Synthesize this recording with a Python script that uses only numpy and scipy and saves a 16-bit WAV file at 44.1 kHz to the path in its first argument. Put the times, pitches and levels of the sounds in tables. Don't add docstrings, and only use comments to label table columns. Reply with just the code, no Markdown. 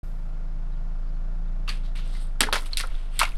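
import sys
import numpy as np
from scipy import signal
from scipy.fft import rfft, irfft, next_fast_len
from scipy.io import wavfile
from scipy.ndimage import uniform_filter1d

SR = 44100
rng = np.random.default_rng(int(sys.argv[2]) if len(sys.argv) > 2 else 0)


def wav_record(signal):
    frames = np.transpose(np.atleast_2d(signal))
    bounded = np.clip(frames, -1, 1)
    quanta = np.round(bounded * 32767).astype(np.int16)
    wavfile.write(sys.argv[1], SR, quanta)


N = 148617

# frequency in Hz, level in dB.
SPRAY_TONE = [(200, 0.5), (600, -1), (1400, -2), (3200, -2), (4600, -3), (6500, -10), (9500, -10),
              (12000, -20.5), (16000, -27)]
JET_TONE = [(200, 2.5), (700, -11.5), (1100, 1), (2200, -1.5), (3400, -0.5), (4600, -3), (5300, -9),
            (7000, -11), (11500, -19.5), (16000, -30)]
FIZZ_TONE = [(200, -53), (5000, -23), (7000, -6), (8300, 13), (10000, 1.5), (12000, -12.5), (13000, 2),
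             (16000, -12)]


def undb(db):
    return 10 ** (np.asarray(db) / 20)


def unit(x):
    return x / np.sqrt(np.mean(x ** 2) + 1e-20)


def colour(x, points):
    hz, db = np.array(points, float).T
    size = next_fast_len(len(x))
    bins_hz = np.fft.rfftfreq(size, 1 / SR)
    gain = undb(np.interp(np.log(bins_hz + 1), np.log(hz), db))
    return irfft(rfft(x, size) * gain, size)[:len(x)]


def edge(x, hz, kind, order=2):
    return signal.sosfilt(signal.butter(order, min(hz, SR / 2 - 100), kind, fs=SR, output="sos"), x)


def ring(x, hz, width):
    b, a = signal.iirpeak(hz, 1 / width, fs=SR)
    return signal.lfilter(b, a, signal.lfilter(b, a, x))


def steady(x, size=260):
    return x / np.sqrt(uniform_filter1d(x ** 2, size) + 1e-12)


def grains(size=32768, spread_db=4):
    return rng.standard_normal(size) * undb(spread_db * np.repeat(rng.standard_normal(size // 32), 32))


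def shape(x, rise, hold, t60):
    t = np.arange(len(x)) / SR
    return x * np.minimum(t / rise, 1) * np.exp(-np.log(1000) * np.maximum(t - rise - hold, 0) / t60)


def add(out, at, x):
    i = int(at * SR)
    out[i:i + len(x)] += x[:max(N - i, 0)]


def air():
    # frequency in Hz, level in dB.
    hiss_tone = [(200, -14), (3000, -6), (8000, 4), (11000, -3), (13000, 8), (16000, -4)]
    # start in seconds, length in seconds, level in dB.
    puffs = [(2.675, 0.16, -29.5), (2.859, 0.13, -17), (3.283, 0.086, -19)]
    hiss = unit(colour(rng.standard_normal(N), hiss_tone))
    out = undb(-65.5) * shape(hiss, rise=0.0092, hold=0.032, t60=1.2)
    for at, length, db in puffs:
        swell = np.hanning(int(length * SR))
        buffet = edge(rng.standard_normal(N), 12.5, "low", order=3)[-len(swell):]
        add(out, at, undb(db) * swell * unit(buffet))
    return out


def bird():
    # start in seconds, length in seconds, top pitch in Hz, level in dB.
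    chirps = [(.71, .04, 4000, -65), (.745, .04, 3300, -65), (1.02, .04, 4500, -69),
              (1.065, .045, 4900, -67), (1.14, .04, 4400, -68), (1.44, .04, 4000, -71),
              (1.47, .03, 3700, -65)]
    out = np.zeros(N)
    for at, length, hz, db in chirps:
        arch = np.sin(np.linspace(0, np.pi, int(length * SR)))
        pitch = hz * (1 - .15 * (1 - arch))
        flutter = unit(edge(rng.standard_normal(N), 130, "low"))[:len(arch)]
        add(out, at, undb(db) * arch * flutter * np.sin(2 * np.pi * np.cumsum(pitch) / SR))
    return out


def engine():
    # time in seconds, firings per second.
    firing_rate = [(0, 28), (.3, 27), (.7, 27.4), (1.1, 27.6), (1.5, 28.8), (1.9, 27.8), (2.15, 27.9),
                   (2.55, 23.6), (2.9, 26.6), (3.37, 25.9)]
    # time in seconds, throb level in dB, gain of the overtones in dB.
    faders = [(0, -28.5, -47), (.7, -26, -47), (1.6, -25, -46.5), (2.2, -25, -47.5), (2.45, -26, -51.5),
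              (3.0, -27, -55), (3.37, -25.5, -52.5)]
    # multiple of the firing rate, relative level in dB.
    overtones = [(2, -9.5), (2.33, -31), (3, -10.5), (4, -18.5), (5, -3), (6, -4), (7, -17.5), (8, -22.5),
                 (10, -17), (12, -20.5)]
    # frequency in Hz, level in dB.
    rumble_tone = [(20, 0), (60, 0), (150, -1), (230, -8), (400, -13), (680, -7.5), (900, -13.5),
                   (1350, -15), (2000, -22.5), (3200, -28.5), (5000, -31), (7000, -34), (11000, -47),
                   (16000, -46)]
    # pitch in Hz, width as a share of the pitch, level in dB.
    whines = [(1401, 0.07, -69), (5160, .05, -83.5)]

    def waver():
        return unit(edge(rng.standard_normal(N), 3, "low"))

    t = np.arange(N) / SR
    phase = 2 * np.pi * np.cumsum(np.interp(t, *np.array(firing_rate).T)) / SR
    when, throb_db, hum_db = np.array(faders).T
    throb = undb(np.interp(t, when, throb_db)) * np.sin(phase)
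    hum = np.zeros(N)
    for multiple, db in overtones:
        level = undb(db + 1.23 * waver())
        hum += level * np.sin(multiple * phase + 0.45 * waver() + rng.uniform(0, 2 * np.pi))
    hum *= undb(np.interp(t, when, hum_db))
    rumble = unit(colour(rng.standard_normal(N), rumble_tone)) * (1 + 0.14 * np.sin(phase))
    whine = sum(undb(db) * unit(ring(rng.standard_normal(N), hz, width)) for hz, width, db in whines)
    return whine + np.sqrt(2) * (throb + hum) + undb(-50.5) * rumble


def jets():
    # start in seconds, level in dB, rise, hold and t60 in seconds, whistle pitch in Hz,
    # relative fizz in dB.
    squirts = [(1.684, -39.5, 0.0067, 0.0045, 0.27, 2680, -12.5),
               (1.819, -57.5, 0.031, .015, 0.2, 3630, -38), (1.952, -49.5, 0.0025, 0.015, 0.1, 2450, -8.5),
               (1.967, -47.5, 0.0094, 0.0059, 0.33, 3100, -24), (2.018, -58, 0.042, .07, 0.38, 3730, -7.5),
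               (2.107, -54.5, 0.038, 0.028, 0.35, 3860, -6.5), (2.194, -59, 0.018, 0.011, 0.31, 3930, 3.5),
               (2.655, -50, 0.0016, 0.011, 0.084, 3500, 1), (2.701, -52, 0.031, .005, 0.27, 3330, -8),
               (2.883, -59, 0.014, 0.12, 0.77, 2900, -10.5), (3.099, -51.5, 0.072, 0.025, 0.24, 2890, -5.5),
               (3.154, -61, .002, 0.0024, 0.06, 2900, -25)]
    out = np.zeros(N)
    for at, db, rise, hold, t60, hz, fizz_db in squirts:
        flow = unit(colour(grains(), JET_TONE))
        whistle = undb(0.5) * unit(ring(grains(), hz, width=0.58))
        fizz = undb(fizz_db) * unit(colour(grains(), FIZZ_TONE))
        add(out, at, undb(db) * shape(flow + whistle + fizz, rise, hold, t60))
    return out


def squeaks():
    # start in seconds, level in dB, pitch in Hz, t60 in seconds, relative rasp in dB.
    slips = [(1.679, -31.5, 1183, 0.042, -10), (1.6775, -34.5, 2720, .055, -2.5),
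             (1.690, -29, 4440, 0.049, -2), (1.692, -39.5, 1720, 0.11, 0), (2.15, -51.5, 2035, 0.21, -14),
             (2.7322, -24.5, 4270, 0.02, -11.5), (2.949, -41, 3570, 0.026, -15)]
    out = np.zeros(N)
    for at, db, hz, t60, rasp_db in slips:
        tone = steady(ring(grains(size=8192), hz, width=0.084))
        rasp = undb(rasp_db) * unit(colour(grains(size=8192), JET_TONE))
        add(out, at, undb(db) * shape(tone + rasp, rise=0.00033, hold=0.0014, t60=t60))
    return out


def bubble(hz, cycles, glide=0.078):
    age = np.arange(int(cycles / hz * SR)) * hz / SR / cycles
    return np.sin(2 * np.pi * cycles * age * (1 + glide * age / 2)) * np.exp(-np.log(100) * age)


def bubbles(count=200, per_s=420, low_hz=995, high_hz=5070):
    out = np.zeros(N)
    for k, (jitter, pitch, strength) in enumerate(rng.random((count, 3))):
        hz = low_hz * (high_hz / low_hz) ** pitch
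        add(out, (k + jitter) / per_s, 2 * strength ** 2 * bubble(hz, cycles=20.4))
    return out[:SR]


def drops(per_s=250, spread_db=27, size=32768):
    # frequency in Hz, level in dB.
    drop_tone = [(300, 7), (1200, -19), (3500, 9.5), (6500, -13), (10000, -2), (12500, -12), (16000, -25)]
    hits = (rng.random(size) < per_s / SR) * undb(-spread_db * rng.random(size))
    return unit(colour(hits, drop_tone))


def slaps():
    # start in seconds, level in dB, cavity pitch in Hz, t60 in seconds, relative splash in dB.
    impacts = [(2.413, -36, 259, 0.32, -10), (2.434, -24, 1690, .045, 0.5), (2.431, -36.5, 466, 0.14, -19),
               (2.469, -33, 1490, 0.047, -16), (2.468, -41, 446, 0.2, -10), (2.4874, -28, 990, .025, -20),
               (2.5261, -22.5, 1200, 0.028, -3), (2.5335, -26, 1420, 0.068, 4.5),
               (2.529, -37, 397, 0.19, 2), (2.5555, -22.5, 1480, 0.044, -1.5),
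               (2.562, -34, 1020, 0.11, 5.5), (2.580, -36.5, 3920, 0.048, -2),
               (2.799, -38.5, 1825, 0.11, 8.5), (2.837, -33.5, 1300, 0.077, -27),
               (2.840, -42.5, 580, 0.11, -18), (3.203, -26.5, 1520, 0.15, -24),
               (3.214, -18, 1133, 0.08, -8), (3.216, -22, 2333, 0.024, -2),
               (3.2305, -27.5, 760, 0.031, -14), (3.231, -23, 2510, 0.052, -2.5),
               (3.251, -29, 2340, 0.039, -4), (3.272, -41.5, 1030, 0.078, 1.5),
               (3.318, -47, 2560, 0.032, -21)]
    out = np.zeros(N)
    for at, db, hz, t60, splash_db in impacts:
        cavity = steady(ring(grains(size=8192), hz, width=0.37))
        splash = unit(edge(colour(grains(size=8192), SPRAY_TONE), 4550, "low", order=1))
        slap = shape(cavity + undb(splash_db) * splash, rise=0.00056, hold=0.0025, t60=t60)
        knock = undb(5) * bubble(hz, cycles=14.4)
        add(slap, 0, knock)
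        add(out, at, undb(db) * edge(slap, hz * 0.53, "high", order=4))
    return out


def crack(fizz_db, size=2048):
    # frequency in Hz, level in dB.
    rip_tone = [(200, -1), (1000, -4.5), (2000, 3), (3600, 10.5), (5500, 2.5), (7000, -32), (12000, -4),
                (16000, -19)]
    rip = steady(colour(rng.standard_normal(size), rip_tone), size=30)
    fizz = steady(colour(rng.standard_normal(size), FIZZ_TONE), size=30)
    return shape(rip + undb(fizz_db) * fizz, rise=0.00082, hold=0.00051, t60=0.0052)


def bursts():
    # start in seconds, crack and spray levels in dB, the spray's low cut in Hz and t60 in
    # seconds, mist and drop levels in dB, the crack's relative fizz in dB.
    balloons = [(2.406, -10, -18, 215, .14, -66, -52, -0.5),
                (2.5265, -17.5, -22.5, 284, 0.14, -42, -69, -20),
                (2.7713, -13.5, -28, 2580, 0.21, -59, -62, -8),
                (3.1916, -17, -20.5, 1490, 0.14, -46, -50, 3.5)]
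    # frequency in Hz, level in dB.
    mist_tone = [(300, 7.5), (1200, -14), (4000, -4), (6500, -1.5), (10000, -6), (16000, -12)]
    # start in seconds, level in dB, relative fizz in dB.
    shreds = [(1.9575, -49, -4), (2.41, -47, -14), (2.4302, -25.5, 1), (2.556, -25, -6), (2.61, -46, 5),
              (2.62, -50, 8), (2.655, -51, -5), (2.661, -41, -5), (2.7297, -52, -9), (2.744, -47, -13),
              (2.7943, -28.5, 5.5), (2.8003, -25, -14), (2.808, -24, -10), (2.871, -50.5, 11),
              (3.2033, -28, -3), (3.231, -36, 7.5), (3.291, -40, -18), (3.318, -51, 1)]
    out = np.zeros(N)
    for at, crack_db, spray_db, low_hz, t60, mist_db, drops_db, fizz_db in balloons:
        add(out, at, undb(crack_db) * edge(crack(fizz_db), low_hz * 1.3, "high"))
        spray = unit(edge(colour(grains(), SPRAY_TONE), low_hz, "high", order=3))
        add(out, at, undb(spray_db) * shape(spray, rise=0.00098, hold=0.0026, t60=t60))
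        mist = unit(colour(grains(), mist_tone))
        add(out, at, undb(mist_db) * shape(mist, rise=0.011, hold=0.018, t60=0.47))
        add(out, at, undb(drops_db) * shape(drops(), rise=0.011, hold=0.019, t60=1))
        add(out, at, undb(-42.5) * shape(bubbles(), rise=0.012, hold=0.025, t60=0.84))
    for at, db, fizz_db in shreds:
        add(out, at, undb(db) * crack(fizz_db))
    return out


def scene():
    events = bursts() + slaps() + squeaks() + jets() + bird()
    echo = shape(edge(grains(), 3300, "low", order=1), rise=0.0013, hold=0.0026, t60=0.19)
    yard = signal.fftconvolve(events, echo / np.sqrt(np.sum(echo ** 2)))[:N]
    return (events + undb(-19.5) * yard + engine() + air())[None]


def record(dry):
    # frequency in Hz, gain in dB.
    mic_tone = [(20, 0), (4800, 0), (6600, -3), (8500, -1), (11500, 4), (13000, -8), (16000, -7)]
    silence_s, fade_s, ceiling, top_hz = 0.031, 0.0019, .85, 16000
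    fade_in = np.clip((np.arange(N) / SR - silence_s) / fade_s, 0, 1)
    clipped = np.clip(colour(dry[0], mic_tone), -ceiling, ceiling)
    high_cut = signal.ellip(8, .2, 70, top_hz, fs=SR, output="sos")
    return signal.sosfilt(high_cut, clipped * fade_in)[None]


dry = scene()
out = record(dry)
wav_record(out)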